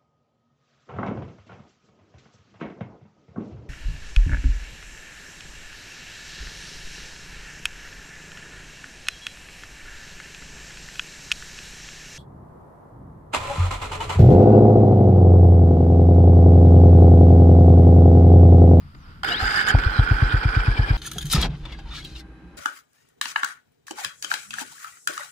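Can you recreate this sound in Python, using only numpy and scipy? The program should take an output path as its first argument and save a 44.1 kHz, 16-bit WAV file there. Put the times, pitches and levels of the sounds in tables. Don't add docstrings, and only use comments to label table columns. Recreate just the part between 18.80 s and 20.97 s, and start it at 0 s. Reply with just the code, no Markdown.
import sys
import numpy as np
from scipy import signal
from scipy.io import wavfile
from scipy.ndimage import uniform_filter1d

SR = 44100
rng = np.random.default_rng(int(sys.argv[2]) if len(sys.argv) > 2 else 0)


def undo_db(level):
    steps = np.asarray(level, float) / 20
    return 10 ** steps


def persist_wave(psi):
    counts = np.round(np.clip(psi, -1, 1) * 32767).astype(np.int16)
    wavfile.write(sys.argv[1], SR, np.atleast_2d(counts).T)


N = 95697

# [f/Hz, level/dB per Hz]
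WIND = [(12, -17), (20, -10.5), (91, -5.5), (107, -17.5), (140, -10.5), (161, -12.5), (300, -26),
        (480, -52), (1540, -120)]
# [t/s, level/dB]
HUM_LEVEL = [(0, -52.5), (.145, -55), (.149, -42.5), (.16, -55), (.3, -48.5), (.42, -55)]
# [f/Hz, width/Hz, level/dB]
HUM_BANDS = [(1160, 990, 0.5), (3040, 1040, -8.5), (4640, 130, -1)]
# [start t/s, length/s, from f/Hz, to f/Hz, level/dB]
BIRD = [
    (.085, .035, 6300, 7000, -66),
    (.137, .125, 7800, 5200, -52),
    (.29, .05, 5000, 3900, -68),
    (0, .012, 7000, 6900, -49),
]
# [start t/s,
# length/s, level/dB, place of the peak 0-1]
STRAINS = [(0.432, 0.0076, -20.5, 0.4), (0.443, 0.011, -20, 0.3), (0.458, 0.089, -25, 0.4),
           (0.589, 0.14, -24, 0.17), (0.708, 0.13, -22, 0.52), (0.864, 0.029, -22, 0.37),
           (0.883, 0.036, -18.5, 0.59), (.985, 0.0262, -28.5, 0.2), (1.016, 0.012, -34.5, 0.2),
           (1.292, 0.0057, -45, 0.1), (1.96, 0.0098, -45, .1)]
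# [f/Hz, width/Hz, level/dB]
CASING = [(819, 35, -1), (1307, 80, -1), (1688, 180, 7.5), (2196, 63, -0.5), (2990, 240, 3.5),
          (3560, 49, -0.5), (4846, 58, 3), (5430, 75, -1), (7400, 800, 11)]
# [start t/s, length/s, from f/Hz, to f/Hz, level/dB]
WHINES = [(.476, .022, 2950, 3350, -24), (.492, .02, 3400, 3700, -27), (.508, .032, 3550, 4150, -25),
          (.535, .02, 3950, 4000, -35), (.49, .03, 2850, 2850, -36), (.518, .016, 2900, 2930, -20),
          (.534, .026, 2850, 3400, -22), (.56, .04, 3450, 4150, -25), (.598, .022, 4130, 4200, -30),
          (.48, .014, 9500, 9500, -30), (.52, .016, 8900, 8800, -33), (.885, .03, 2900, 3300, -24),
          (.9, .07, 4050, 4800, -38), (1.125, .045, 4250, 4010, -33), (1.163, .042, 4010, 3970, -31),
          (1.43, .035, 4100, 3980, -38)]
# [start t/s, length/s, from f/Hz, to f/Hz, level/dB]
PANELS = [(.6, .04, 770, 770, -29), (.755, .055, 1800, 1800, -26), (.754, .018, 4870, 4860, -21),
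          (.898, .018, 790, 790, -27), (.432, .007, 1250, 950, -31), (.432, .008, 3300, 3100, -27),
          (.433, .02, 800, 760, -31), (.445, .012, 3450, 3450, -30), (.645, .012, 4850, 4800, -26),
          (.84, .025, 4900, 5050, -35), (.505, .035, 720, 700, -33)]
# [start t/s, length/s, from f/Hz, to f/Hz, level/dB]
FINS = [(1.69, 0.013, 2400, 2420, -41), (1.8, 0.024, 2376, 2370, -38), (1.855, 0.019, 2435, 2485, -33),
        (1.91, 0.029, 1666, 1660, -35), (1.965, 0.018, 2380, 2330, -32), (1.97, 0.021, 3100, 3050, -33),
        (1.975, 0.033, 1720, 1714, -33.5), (2.028, 0.027, 1660, 1700, -31), (2.082, 0.031, 2300, 2290, -32),
        (2.089, 0.023, 1640, 1587, -30.5), (2.122, 0.039, 932, 950, -39.5)]
# [t/s, level/dB]
GROWL = [(.43, -60), (.445, -16), (.48, -5.5), (.565, -8.5), (.595, -32), (.64, -6), (.72, -33),
         (.8, -13.5), (.9, -10.5), (.97, -12), (1.05, -18), (2.17, -18.5)]
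# [crest t/s, level/dB, f/Hz, silencer ring level/dB]
MISFIRES = [
    (0.6294, -16.5, 64, -22.5),
    (1.0676, -7, 65, -22),
]
# [t/s, puff level/dB, silencer ring level/dB, puff f/Hz, bark level/dB]
FIRINGS = [
    (0.9505, -3.5, -13, 90, -12.5),
    (1.196, -3.5, -13.5, 93, -21.5),
    (1.3172, -5.5, -14.5, 92, -27),
    (1.4293, -5.5, -14, 96, -28),
    (1.545, -8, -15, 91.4, -49),
    (1.6594, -8, -15.5, 96, -40),
    (1.7727, -8.5, -14.5, 91.7, -43),
    (1.885, -7.5, -14, 96.5, -33),
    (1.9976, -6.5, -14.5, 93.7, -26),
    (2.1106, -7.5, -14, 94, -42),
]
# [f/Hz, level/dB]
GAS = [(40, -0.5), (130, -5.5), (300, -3), (450, -3.5), (900, -28), (3000, -60.5)]
# [t/s, level/dB]
CLATTER = [(.9, -68), (.93, -31), (1.0, -31), (1.2, -31), (1.5, -31), (1.8, -32), (2.0, -33), (2.17, -29.5)]
# [f/Hz, width/Hz, level/dB]
CASES = [(816, 115, -1), (1325, 230, -2), (1500, 385, 4), (2420, 58, -5.5), (3200, 280, 0), (4060, 12, -17),
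         (4810, 470, -5), (8170, 670, -2)]
# [lead/s, spread/s, level/dB]
VALVES = [
    (0.017, 0.014, -3),
    (0.083, 0.0079, -4),
    (0.0683, 0.0024, -10),
]
# [t/s, level/dB]
KNOCKS = [(0.6482, -29), (0.6714, -25), (0.7347, -39), (0.7577, -25), (0.867, -26), (0.9474, -37),
          (0.9871, -10.5), (1.0136, -33), (1.0358, -14), (1.1652, -18.5), (1.2294, -28), (1.287, -32),
          (1.341, -28), (1.5244, -39), (1.634, -23), (1.679, -28), (1.692, -19.5), (1.7495, -19),
          (1.799, -32), (1.8577, -26), (1.919, -26), (1.9689, -38), (2.084, -34), (2.1306, -34)]
# [f/Hz, width/Hz, level/dB]
HEAD = [(866, 740, 2), (2375, 95, 4), (3046, 94, -3), (4850, 590, -1), (7200, 1600, 0)]
# [t/s, level/dB]
TAPPETS = [(.95, -39.5), (1.5, -35), (1.8, -29), (2.17, -30)]
# [f/Hz, level/dB]
LEFT = [(250, 5), (700, 2), (3300, -0.5), (4250, -1.5), (5100, 1), (6000, -14.5), (9500, -17.5),
        (16000, -24)]
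# [f/Hz, level/dB]
RIGHT = [(250, 6.5), (700, -5.5), (1100, 0.5), (2000, 0), (3300, -14.5), (4300, -24), (6000, -48.5),
         (16000, -48.5)]
# [t/s, f/Hz, boost level/dB]
CUP = [(0, 1270, 3.5), (.45, 1470, 12.5), (1.0, 1500, 15), (1.35, 1500, 15.5), (1.78, 1493, 13.5),
       (1.87, 1530, 11), (2.17, 1680, -6)]


def evened(x):
    return x / np.sqrt(np.mean(x ** 2) + 1e-20)


def along(curve, axis=1):
    points = np.array(curve)
    return np.interp(np.arange(N) / SR, points[:, 0], points[:, axis])


def bump(t, width):
    return np.exp(-.5 * (t / width) ** 2)


def burst(t, rise, fall):
    return np.exp(-abs(t) / np.where(t < 0, rise, fall))


def highpass(x, order, hz):
    return signal.lfilter(*signal.butter(order, hz, "high", fs=SR), x)


def colour(x, points):
    hz = np.fft.rfftfreq(4096, 1 / SR)
    f, db = np.transpose(points)
    log_gain = np.log(undo_db(np.interp(np.log(hz + 1), np.log(f), db)))
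    full = np.concatenate([log_gain, log_gain[-2:0:-1]])
    minimum_phase = np.exp(np.conj(signal.hilbert(full)))
    response = np.fft.ifft(minimum_phase).real[:2048]
    return signal.oaconvolve(x, response)[:N]


def resonate(x, hz, width):
    turn = np.exp(2j * np.pi * np.cumsum(hz * np.ones(N)) / SR)
    r = np.exp(-np.pi * width / SR)
    return 2 * (turn * signal.lfilter([1 - r], [1, -r], x / turn)).real


def patchy(x, depth_db):
    z = signal.stft(x, nperseg=256)[2]
    field = uniform_filter1d(rng.standard_normal(z.shape[1:]), size=7, axis=0)
    field = uniform_filter1d(field, size=8, axis=1)
    return signal.istft(z * undo_db(depth_db * evened(field)), nperseg=256)[1][:, :N]


def rattle(modes, per_s, spread_db, rub, broad_db):
    size = undo_db(spread_db * np.minimum(rng.exponential(1, (2, N)), 3))
    size = size * (rng.random((2, N)) < per_s / SR)
    hits = evened(size * rng.standard_normal((2, N)))
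    noise = rng.standard_normal((2, N))
    rung = 0
    for hz, width, db in modes:
        struck = np.roll(hits + rub * noise, rng.integers(N), axis=1)
        rung = rung + undo_db(db) * evened(resonate(struck, hz, width))
    broad = highpass(patchy(noise + 0.29 * hits, depth_db=4.5), 2, 375)
    return evened(rung + undo_db(broad_db) * broad)


def glides(table, throb_hz, depth):
    t, out = np.arange(N) / SR, np.zeros(N)
    waver = evened(uniform_filter1d(rng.standard_normal(N), size=200))
    for start, length, from_hz, to_hz, db in table:
        u = np.clip((t - start) / length, 0, 1)
        hz = to_hz + (from_hz - to_hz) * (1 - u) ** 1.25
        hz = hz * (1 + .005 * waver)
        throb_turn = 2 * np.pi * (throb_hz * t + rng.random()) + 0.85 * np.roll(waver, 999)
        throb = 1 + depth * np.sin(throb_turn)
        out += undo_db(db) * np.sin(np.pi * u) ** .5 * throb * np.sin(2 * np.pi * np.cumsum(hz) / SR)
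    return out


def wind():
    lumps = uniform_filter1d(rng.standard_normal(N), size=1500)
    lumps = evened(uniform_filter1d(lumps, size=1500))
    spectrum = [(5, -53.0)] + list(WIND) + [(3000, -120)]
    a, b = [evened(colour(noise, spectrum)) for noise in rng.standard_normal((2, N))]
    return undo_db(-43.5 + 2.55 * lumps) * np.array([a, 0.81 * a + 0.38 * b])


def far_hum():
    air = rng.standard_normal((2, N))
    hum = signal.lfilter(*signal.butter(1, 7000, fs=SR), air)
    for hz, width, db in HUM_BANDS:
        hum += undo_db(db + 6.0) * resonate(air, hz, width)
    return undo_db(along(HUM_LEVEL) - 5) * hum


def bird():
    return glides(BIRD, throb_hz=28.5, depth=0.43)


def starter():
    t, strain = np.arange(N) / SR, np.zeros(N)
    for start, length, db, peak in STRAINS:
        u = np.clip((t - start) / length, 0, 1)
        strain += undo_db(db) * np.minimum(u / peak, (1 - u) / (1 - peak)) ** 0.37
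    on = uniform_filter1d(1. * (t > .445) * (t < .93), size=300)
    coast = undo_db(-28.5) * on * rattle(CASING[:7], per_s=3000, spread_db=0.0, rub=1.0, broad_db=10)
    rasp = highpass(patchy(rng.standard_normal((2, N)), depth_db=7.0), 2, 5340)
    coast += undo_db(21) * strain ** 2 * (.4 + 0.54 * on) * rasp
    unsteady_db = 2.0 * evened(uniform_filter1d(rng.standard_normal(N), size=350))
    grind = strain * undo_db(unsteady_db) * rattle(CASING, per_s=2500, spread_db=-0.5, rub=0.81, broad_db=7.0)
    return grind + coast + glides(WHINES + PANELS + FINS, throb_hz=75, depth=0.45)


def silencer(t):
    ring_hz, trough_s, peak_s = 43, 0.0182, 0.027
    rising = t < peak_s
    swell = abs((t - peak_s) / np.where(rising, 0.017, 0.016))
    swell = np.exp(-.5 * swell ** np.where(rising, 2, 1.6))
    turn = 2 * np.pi * ring_hz * (t - trough_s)
    return -(np.cos(turn) + 0.09 * np.cos(3 * turn)) * swell


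def exhaust():
    clock, out = np.arange(N) / SR, np.zeros(N)
    flow = undo_db(along(GROWL))
    for s, puff_db, ring_db, hz, bark_db in FIRINGS:
        t = clock - s
        u = (t - 0.00052) * hz / 0.48
        puff = -np.cos(2 * np.pi * hz * t) * np.exp(-.5 * abs(u) ** np.where(u < 0, 3.37, 2))
        overtone = undo_db(-24) * np.cos(2 * np.pi * 298 * t) * bump(t, 0.0059)
        bark = np.cos(2 * np.pi * 770 * t) * bump(t, 0.0011)
        header = np.sin(2 * np.pi * 274 * t) * burst(t, .002, 0.0216)
        out += undo_db(puff_db) * (puff + overtone) + undo_db(ring_db) * silencer(t)
        out += undo_db(bark_db) * (bark + undo_db(-13) * header)
        flow += undo_db(puff_db) * burst(t, .003, 0.032)
        flow += undo_db(-10.5) * bump(t + 0.028, 0.012)
    for s, db, hz, ring_db in MISFIRES:
        t = clock - s
        out += undo_db(db) * np.cos(2 * np.pi * hz * t) * bump(t - .002, 0.3 / hz)
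        out += undo_db(ring_db) * silencer(t - .004)
        flow += undo_db(db - 3.0) * bump(t, 0.029)
    thumps = np.interp(np.arange(N) - [[0], [9]], np.arange(N), out)
    return thumps + undo_db(-30.5) * flow * evened(colour(rng.standard_normal(N), GAS))


def clatter():
    t = np.arange(N) / SR
    valves, knocks = np.zeros(N), np.zeros(N)
    for row in FIRINGS + MISFIRES[1:]:
        for lead, spread, db in VALVES:
            valves += undo_db(db) * bump(t - row[0] + lead, spread)
    for s, db in KNOCKS:
        knocks += undo_db(db - 10) * burst(t - s, .0004, 0.0029)
    cases = rattle(CASES, per_s=900, spread_db=4.0, rub=.8, broad_db=4)
    head = rattle(HEAD, per_s=700, spread_db=3.0, rub=.5, broad_db=-4)
    cases = undo_db(along(CLATTER)) * (1 + .3 * valves) * cases
    return cases + (undo_db(along(TAPPETS)) * valves + knocks) * head


def ports(pair):
    shared, lag_s = 0.57, 0.00019
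    mixed = shared * pair[0] + np.sqrt(1 - shared ** 2) * pair[1]
    mixed = pair[0] + highpass(mixed - pair[0], 1, 654)
    mixed = np.interp(np.arange(N) - lag_s * SR, np.arange(N), mixed)
    hollow = undo_db(along(CUP, axis=2)) * resonate(mixed, along(CUP), 172)
    return np.array([colour(pair[0], LEFT), colour(mixed + hollow, RIGHT)])


def scene():
    through_ports = ports(far_hum() + bird() + starter() + clatter())
    return wind() + through_ports + exhaust() * undo_db([[.5], [-.5]])


def top_cut(x):
    return signal.sosfilt(signal.butter(12, 15830, fs=SR, output="sos"), x)


def record(dry):
    hiss = undo_db([[-71], [-72]]) * rng.standard_normal((2, N))
    lowpass = signal.firwin(255, 15500, fs=SR)
    mix = signal.oaconvolve(dry + hiss, lowpass[None], "same")
    return top_cut(mix)


dry = scene()
out = record(dry)
persist_wave(out)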